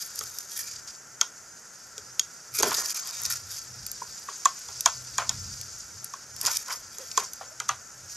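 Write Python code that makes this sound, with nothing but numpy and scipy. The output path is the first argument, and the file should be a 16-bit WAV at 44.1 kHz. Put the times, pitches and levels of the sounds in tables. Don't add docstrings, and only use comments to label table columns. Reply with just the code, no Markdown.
import sys
import numpy as np
from scipy import signal
from scipy.fft import rfft, irfft
from scipy.io import wavfile
from scipy.ndimage import uniform_filter1d

SR = 44100
rng = np.random.default_rng(int(sys.argv[2]) if len(sys.argv) > 2 else 0)


def output_pcm(signal):
    pcm = np.clip(np.atleast_2d(signal).T, -1, 1) * 32767
    wavfile.write(sys.argv[1], SR, np.round(pcm).astype(np.int16))


N = 359856


def undb(db):
    return 10 ** (np.asarray(db) / 20)


def unit(x):
    return x / np.sqrt(np.mean(x ** 2))


def peak_unit(x):
    return x / np.abs(x).max()


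def curve(rows):
    s, *columns = np.transpose(rows)
    return [np.interp(np.arange(N) / SR, s, c) for c in columns]


def colour(x, points, size=2048):
    hz, db = np.transpose(points)
    grid = np.maximum(np.fft.rfftfreq(size, 1 / SR), 1)
    log_gain = np.log(undb(np.interp(np.log(grid), np.log(hz), db)))
    cepstrum = irfft(log_gain)
    cepstrum[1:size // 2] *= 2
    impulse = irfft(np.exp(rfft(cepstrum[:size // 2], size)))
    return signal.fftconvolve(x, impulse)[:len(x)]


def resonate(x, peaks):
    return sum(undb(db) * signal.lfilter(*signal.iirpeak(hz, hz / width, SR), x) for hz, width, db in peaks)


def resonate_twice(x, peaks):
    return resonate(resonate(x, peaks), peaks)


def treble(x, hz):
    return signal.sosfilt(signal.butter(4, hz, "high", fs=SR, output="sos"), x)


def below(x, hz):
    return signal.sosfilt(signal.butter(4, hz, fs=SR, output="sos"), x)


def walk(rate):
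    k = int(SR / rate)
    return uniform_filter1d(np.repeat(rng.standard_normal(N // k + 1), k), k)[:N]


def grains(rate, spread_db):
    happens, sign, size = rng.random((3, N))
    strength = undb(spread_db * np.minimum(-np.log(1 - size), 5))
    return (happens < rate / SR) * np.sign(sign - .5) * strength


def add(track, s, sound):
    i = int(s * SR)
    track[i:i + len(sound)] += sound[:len(track) - i]


RISE_DB = 50


def swell(s, rise, hold, fall_db_s):
    t = np.arange(N) / SR
    db = -RISE_DB * np.maximum(s - t, 0) / max(rise, .002) - fall_db_s * np.maximum(t - s - hold, 0)
    return undb(np.maximum(db, -200))


# from t/s, to t/s
DIPS = [(2.614, 2.626), (2.931, 2.944)]


def dips():
    t = np.arange(N) / SR
    return uniform_filter1d(1. - sum((t > a) & (t < b) for a, b in DIPS), size=128)


# f/Hz, gain/dB
FILM = [(1060, 0.5), (2000, -5), (2420, -3), (2980, -5), (4200, -0.5), (4700, 6), (6070, 8), (9260, 0),
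        (13000, -6.5)]


def film_voice(x):
    full = treble(colour(x, FILM), 1480)
    return below(full, 8500), treble(full, 11640)


SHEEN_HZ = [4900, 5600, 6440, 6960]
FOLDS_HZ = [1390, 1800, 2400, 3310, 3750]
# t/s, relative level/dB
SETTLE = [(0, -42), (1.0, -51.5), (2.5, -45), (3.75, -41), (4.42, -37.5), (5.5, -37.5), (6.35, -47),
          (6.9, -48.5), (7.2, -43), (7.86, -48), (8.16, -41)]
SETTLE_CRISP_DB = -14.5
# t/s of full level, rise/s, hold/s, relative level/dB, crisp share/dB
RUSTLES = [(0.008, 0.039, 0.0059, -37, 2), (0.147, 0.086, 0.27, -43.5, -3.5), (0.58, 0.21, 0.026, -32, 0.5),
           (0.676, 0.07, 0.11, -43, -14), (0.877, 0.04, 0.015, -40, -12.5), (2.551, 0.057, 0.071, -28.5, 1),
           (2.626, 0.03, 0.15, -30.5, -4.5), (2.798, 0.12, 0.064, -36, -5), (2.888, 0.08, 0.023, -30.5, -6),
           (2.937, 0.067, 0.4, -38, -10), (3.308, 0.03, 0.031, -34, -3), (3.51, 0.077, 0.034, -38, -1),
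           (6.442, 0.14, 0.032, -28.5, -3), (6.512, 0.065, 0.055, -32.5, -3),
           (6.673, 0.027, .005, -36.5, -8), (6.711, 0.025, 0.015, -33, -5.5), (6.95, 0.22, 0.22, -46, -6),
           (7.182, 0.028, 0.031, -35, -13), (8.098, 0.013, 0.07, -48.5, -6)]
RUSTLE_FALL_DB_S = 249


def crinkle():
    rub, _ = film_voice(grains(6000, 1.8) * undb(1.8 * walk(75)))
    sheen = sum(undb(7 * np.tanh(walk(16))) * resonate(rub, [(hz, 450, 0)]) for hz in SHEEN_HZ)
    rub = unit(rub) + unit(sheen)

    buckles = grains(1000, 2.2) * undb(3.5 * walk(200))
    dull, bright = film_voice(buckles)
    crisp = undb(-16.0) * unit(dull) + unit(bright)
    folds = sum(undb(10 * np.tanh(walk(10))) * resonate_twice(buckles, [(hz, 260, 0)]) for hz in FOLDS_HZ)

    settle_gain = undb(curve(SETTLE)[0])
    crisp_gain = settle_gain * undb(SETTLE_CRISP_DB)
    push_gain = np.zeros(N)
    jerks = undb(4.5 * np.tanh(walk(90)))
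    for s, rise, hold, db, crisp_db in RUSTLES:
        burst = undb(db) * jerks * swell(s, rise, hold, RUSTLE_FALL_DB_S)
        push_gain = push_gain + burst
        crisp_gain = crisp_gain + undb(crisp_db) * burst
    rubbing = (settle_gain + push_gain) * undb(-4.0) * unit(rub)
    return rubbing + push_gain * undb(-15) * unit(folds) + crisp_gain * crisp


# t/s, relative level/dB, relative thin bright share/dB
SNAPS = [(0.007, -27, -8), (0.02, -28, -7), (0.157, -21, 2), (0.19, -11.5, 3.5), (0.236, -18, 1),
         (0.3853, -12, 1), (0.517, -23, -1), (0.576, -21.5, 14), (2.539, -25, 5), (2.5874, -5, -3),
         (2.625, -8, 2), (2.708, -11, -15), (2.742, -8, -8), (2.7458, -7.5, -8), (2.7664, -18, 2),
         (2.783, -9, -24), (2.814, -17, -9), (2.858, -13, 0.5), (2.8843, -17, -8), (2.894, -16, -6),
         (2.904, -12, -1), (2.945, -19, 6), (3.072, -16.5, 2), (3.108, -20, -1), (3.217, -27, 14),
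         (3.234, -15, 5), (3.252, -6, -10), (3.26, -10, -2), (3.301, -17, 10), (3.306, -16, -3),
         (3.313, -14, -1), (3.323, -10.5, 0), (3.333, -18, 0), (3.8644, -16, 3.5), (3.915, -16, 6),
         (4.807, -8, 1.5), (5.612, -17.5, -5), (6.0436, -19.5, 10.5), (6.363, -19.5, -3),
         (6.4122, -10, 4.5), (6.45, -8.5, -8), (6.46, -4, -9), (6.466, -4, -3), (6.522, -19, 2),
         (6.532, -16, -1), (6.558, -16, -2), (6.5689, -6.5, 1.5), (6.682, -18.5, -11), (6.983, -18, -3),
         (7.114, -15, -30), (7.333, -17.5, -0.5)]
SNAP_S, SNAP_SHORTENS = 0.0011, 0.25


def snaps():
    out, t = np.zeros(N), np.arange(1024) / SR
    for s, db, bright_db in SNAPS:
        u = t / (SNAP_S * undb(-SNAP_SHORTENS * max(bright_db, -6)))
        dull, bright = film_voice(rng.standard_normal(len(t)) * u * np.exp(-u))
        dull = treble(dull, 2500) + resonate(dull, [(rng.choice(SHEEN_HZ), 500, 4.0)])
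        crease = peak_unit(dull) + undb(bright_db + 4.0) * peak_unit(bright)
        add(out, s, undb(db - 8.0) * crease)
    return out


def ring(modes, push_s):
    t, y = np.arange(3072) / SR, 0
    push = np.sin(np.pi * t[t < push_s] / push_s) ** 2
    for (hz, db, t60), (db_drift, hz_drift, phase) in zip(modes, rng.standard_normal((len(modes), 3))):
        decay = np.convolve(1000 ** (-t / t60), push)[:len(t)]
        mode = np.sin(2 * np.pi * (hz * (1 + .01 * hz_drift) * t + phase)) * decay
        y = y + undb(db + db_drift) * peak_unit(mode)
    return peak_unit(y)


# t/s, click level/dB, hollow ring level/dB, hollow pitch f/Hz, thud level/dB, side modes level/dB
KNOCKS = [(0.2108, -24, -33.5, 1270, -33.5, -11), (1.2136, -5, -24, 1346, -39, -9),
          (1.9813, -24.5, -48, 1430, -35, -17), (2.1961, -6.5, -41, 1330, -43, -8),
          (2.5996, -18.5, -35.5, 1460, -34, 5.5), (2.631, -8, -16, 1010, -12.5, -6),
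          (2.712, -34, -28.5, 1010, -38, 6), (2.783, -26, -38, 706, -40, 0),
          (4.0185, -45, -29.5, 990, -35.5, -21), (4.286, -42, -28.5, 1107, -39, -11),
          (4.4567, -8, -11, 1092, -57, -16.5), (4.687, -31, -40.5, 953, -46, -2),
          (4.8605, -2.5, -15.5, 1007, -48, -7), (5.1831, -12.5, -18.5, 1040, -37, -3.5),
          (5.1867, -33, -28.5, 940, -44, -2), (5.2944, -9, -38.5, 1006, -47, 5),
          (6.138, -30, -31.5, 1070, -54, -15), (6.473, -18, -30, 1108, -58, 4),
          (6.705, -31, -30.5, 1356, -62, -1), (7.1768, -10, -15.5, 1048, -23.5, -14.5),
          (7.411, -52, -32, 780, -62, -7.5), (7.602, -18, -29, 1397, -41, -7.5),
          (7.6914, -12.5, -17.5, 1166, -54, -7.5)]
# f/Hz, level/dB, t60/s
CLICK = [(4800, -12, .006), (5350, -9, .008), (5950, -5, .01), (6690, 0, .018), (7400, -10, .006)]
# f/Hz, level/dB, t60/s
PANEL = [(3297, -12, 0.021), (3580, -11, 0.0048)]
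PANEL_DB = -12.5
# multiple of the pitch, level/dB, t60/s
SIDE_MODES = [(0.682, -9, 0.058), (0.885, -1.5, 0.036), (1.142, -1, 0.011), (1.48, -2.5, 0.02),
              (1.7, -2.5, 0.0044), (2.3, -7, 0.013)]
HOLLOW_T60_S = 0.016
# f/Hz, level/dB, t60/s
THUD = [(400.6, -1.5, 0.16), (433, 4, 0.095), (535, 1.5, 0.071)]
# f/Hz, width/Hz, level/dB
SHELL_HOLLOW = [(730, 200, 4), (1060, 225, 10), (1367, 310, 9), (2540, 4700, 7.5)]
RATTLE_DB, RATTLE_T60_S = 5, 0.16


def knocks():
    out, t, after = np.zeros(N), np.arange(3072) / SR, np.arange(8192) / SR
    for s, click_db, hollow_db, hz, thud_db, side_db in KNOCKS:
        soft = .25 if thud_db > -20 else 1
        crack = sum(film_voice(rng.standard_normal(len(t)) * t * np.exp(-t / 0.0011)))
        hollow = [(hz, 0, HOLLOW_T60_S)] + [(hz * k, db + side_db, t60) for k, db, t60 in SIDE_MODES]

        rattle = resonate_twice(rng.standard_normal(len(after)) ** 3, SHELL_HOLLOW)
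        rattle *= np.minimum(after / 0.0092, 1) * 1000 ** (-after / RATTLE_T60_S)
        add(out, s, undb(hollow_db + side_db + RATTLE_DB) * peak_unit(rattle))

        lead_in = sum(film_voice(rng.standard_normal(len(t)) * (t < .007)))
        add(out, s - .008, undb(hollow_db - 11) * peak_unit(lead_in))

        hit = undb(click_db) * (ring(CLICK, 0.0026 * soft) + undb(-1.5) * peak_unit(crack))
        hit += undb(click_db + PANEL_DB) * ring(PANEL, 0.0028)
        hit += undb(hollow_db + 5.0) * ring(hollow, 0.0083 * soft)
        hit += undb(thud_db - 7.5) * ring(THUD, 0.0027)
        add(out, s - .002 * soft, hit)
    return out


# f/Hz, width/Hz, level/dB
SHELL_LOW = [(278, 190, 2), (408, 67, 6), (621, 29, 5)]
# t/s of full level, rise/s, hold/s, low body level/dB, hollow level/dB
DRAGS = [(2.6, 0.026, 0.0046, -31.5, -39), (2.638, .01, 0.014, -33, -50), (2.655, 0.051, 0.043, -40.5, -36),
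         (2.782, 0.02, 0.038, -48, -39), (3.065, 1, 0.25, -67.5, -50), (5.192, .01, 0.034, -69, -34),
         (6.435, 0.016, 0.0088, -46.5, -49), (6.487, 0.22, 0.0065, -68, -36),
         (6.697, 0.083, 0.017, -60, -38.5), (6.984, .02, 0.016, -53, -45), (7.2, .01, 0.028, -51, -40)]
DRAG_FALL_DB_S = 310


def drag():
    slips = below(grains(4000, 2) * undb(2 * walk(50)), 2500)
    low = unit(resonate_twice(slips, SHELL_LOW))
    hollow = unit(resonate_twice(slips, SHELL_HOLLOW))
    return sum(swell(s, rise, hold, DRAG_FALL_DB_S) * (undb(low_db) * low + undb(hollow_db) * hollow)
               for s, rise, hold, low_db, hollow_db in DRAGS)


# t/s, length/s, from f/Hz, to f/Hz (both before the waver), relative level/dB
CREAKS = [(6.979, 0.067, 472, 571, -45.5), (7.42, 0.117, 484, 624, -50.5)]


def creaks():
    out, waver, lumps = np.zeros(N), walk(60), walk(70)
    for s, length, from_hz, to_hz, db in CREAKS:
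        u = np.linspace(0, 1, int(length * SR))
        at = slice(int(s * SR), int(s * SR) + len(u))
        hz = (from_hz + (to_hz - from_hz) * u) * (1 + 0.064 * waver[at])
        tone = np.sin(2 * np.pi * np.cumsum(hz) / SR)
        fade = np.abs(np.sin(np.pi * u)) ** .5
        add(out, s, undb(db) * (1 + lumps[at]) * fade * tone)
    return out


# f/Hz, level/dB, t60/s
ECHO = [(670, -6, 0.18), (1460, -4, 0.14), (3550, -16, 0.27), (6260, -6.5, 0.21)]
ECHO_DB = -19.


def echo(x):
    t = np.arange(SR // 3) / SR
    tail = sum(resonate(rng.standard_normal(len(t)), [(hz, hz, db)]) * 1000 ** (-t / t60)
               for hz, db, t60 in ECHO)
    tail *= np.clip(t / 0.015, 0, 1)
    return undb(ECHO_DB) * signal.fftconvolve(x, tail / np.sqrt(np.sum(tail ** 2)))[:N]


# f/Hz, gain/dB
HISS = [(88, -28.5), (150, -2.5), (288, -7), (460, -4.5), (761, -5.5), (1210, -5.5), (1360, 5),
        (2090, -8.5), (4090, -23), (5210, -5), (6520, 3), (8620, -13.5), (13000, -17.5)]
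HISS_DB = -49
# t/s, level/dB
RUMBLE = [(0.0, -66.5), (2.5, -64.5), (2.61, -47), (3.0, -67), (3.27, -57), (4.04, -57.5), (4.27, -66),
          (4.91, -55.5), (5.36, -44), (5.7, -59.5), (7.8, -65.5), (8.14, -55)]
# f/Hz, width/Hz, level/dB
ROOM_BOOM = [(55, 32, -9), (91, 28.5, -6), (124, 8.7, -3), (184, 78, -12)]


def background():
    hiss = undb(HISS_DB) * unit(colour(rng.standard_normal(N), HISS))
    boom = sum(undb(3.7 * walk(16)) * resonate_twice(rng.standard_normal(N), [mode]) for mode in ROOM_BOOM)
    return hiss + undb(curve(RUMBLE)[0] + 5.6 * walk(5.9)) * unit(boom)


def scene():
    level = dips()
    hits = snaps() + knocks() + creaks() + level * drag()
    mono = hits + echo(hits) + level * crinkle() + background()
    return np.array([mono, mono])


# f/Hz, relative level/dB
FLICKER = [(6500, 2), (8500, 5), (11500, -7)]
WIDE_HZ, WIDE_DB = 5260, -8.5
TOP_HZ = 13000


def record(dry):
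    side = sum(walk(36) * resonate(dry[0], [(hz, hz / 3, db)]) for hz, db in FLICKER)
    side = undb(WIDE_DB) * treble(treble(side, WIDE_HZ), WIDE_HZ)
    stereo = np.tanh(dry) + np.array([side, -side])
    return signal.sosfilt(signal.ellip(10, .2, 75, TOP_HZ, fs=SR, output="sos"), stereo)


dry = scene()
out = record(dry)
output_pcm(out)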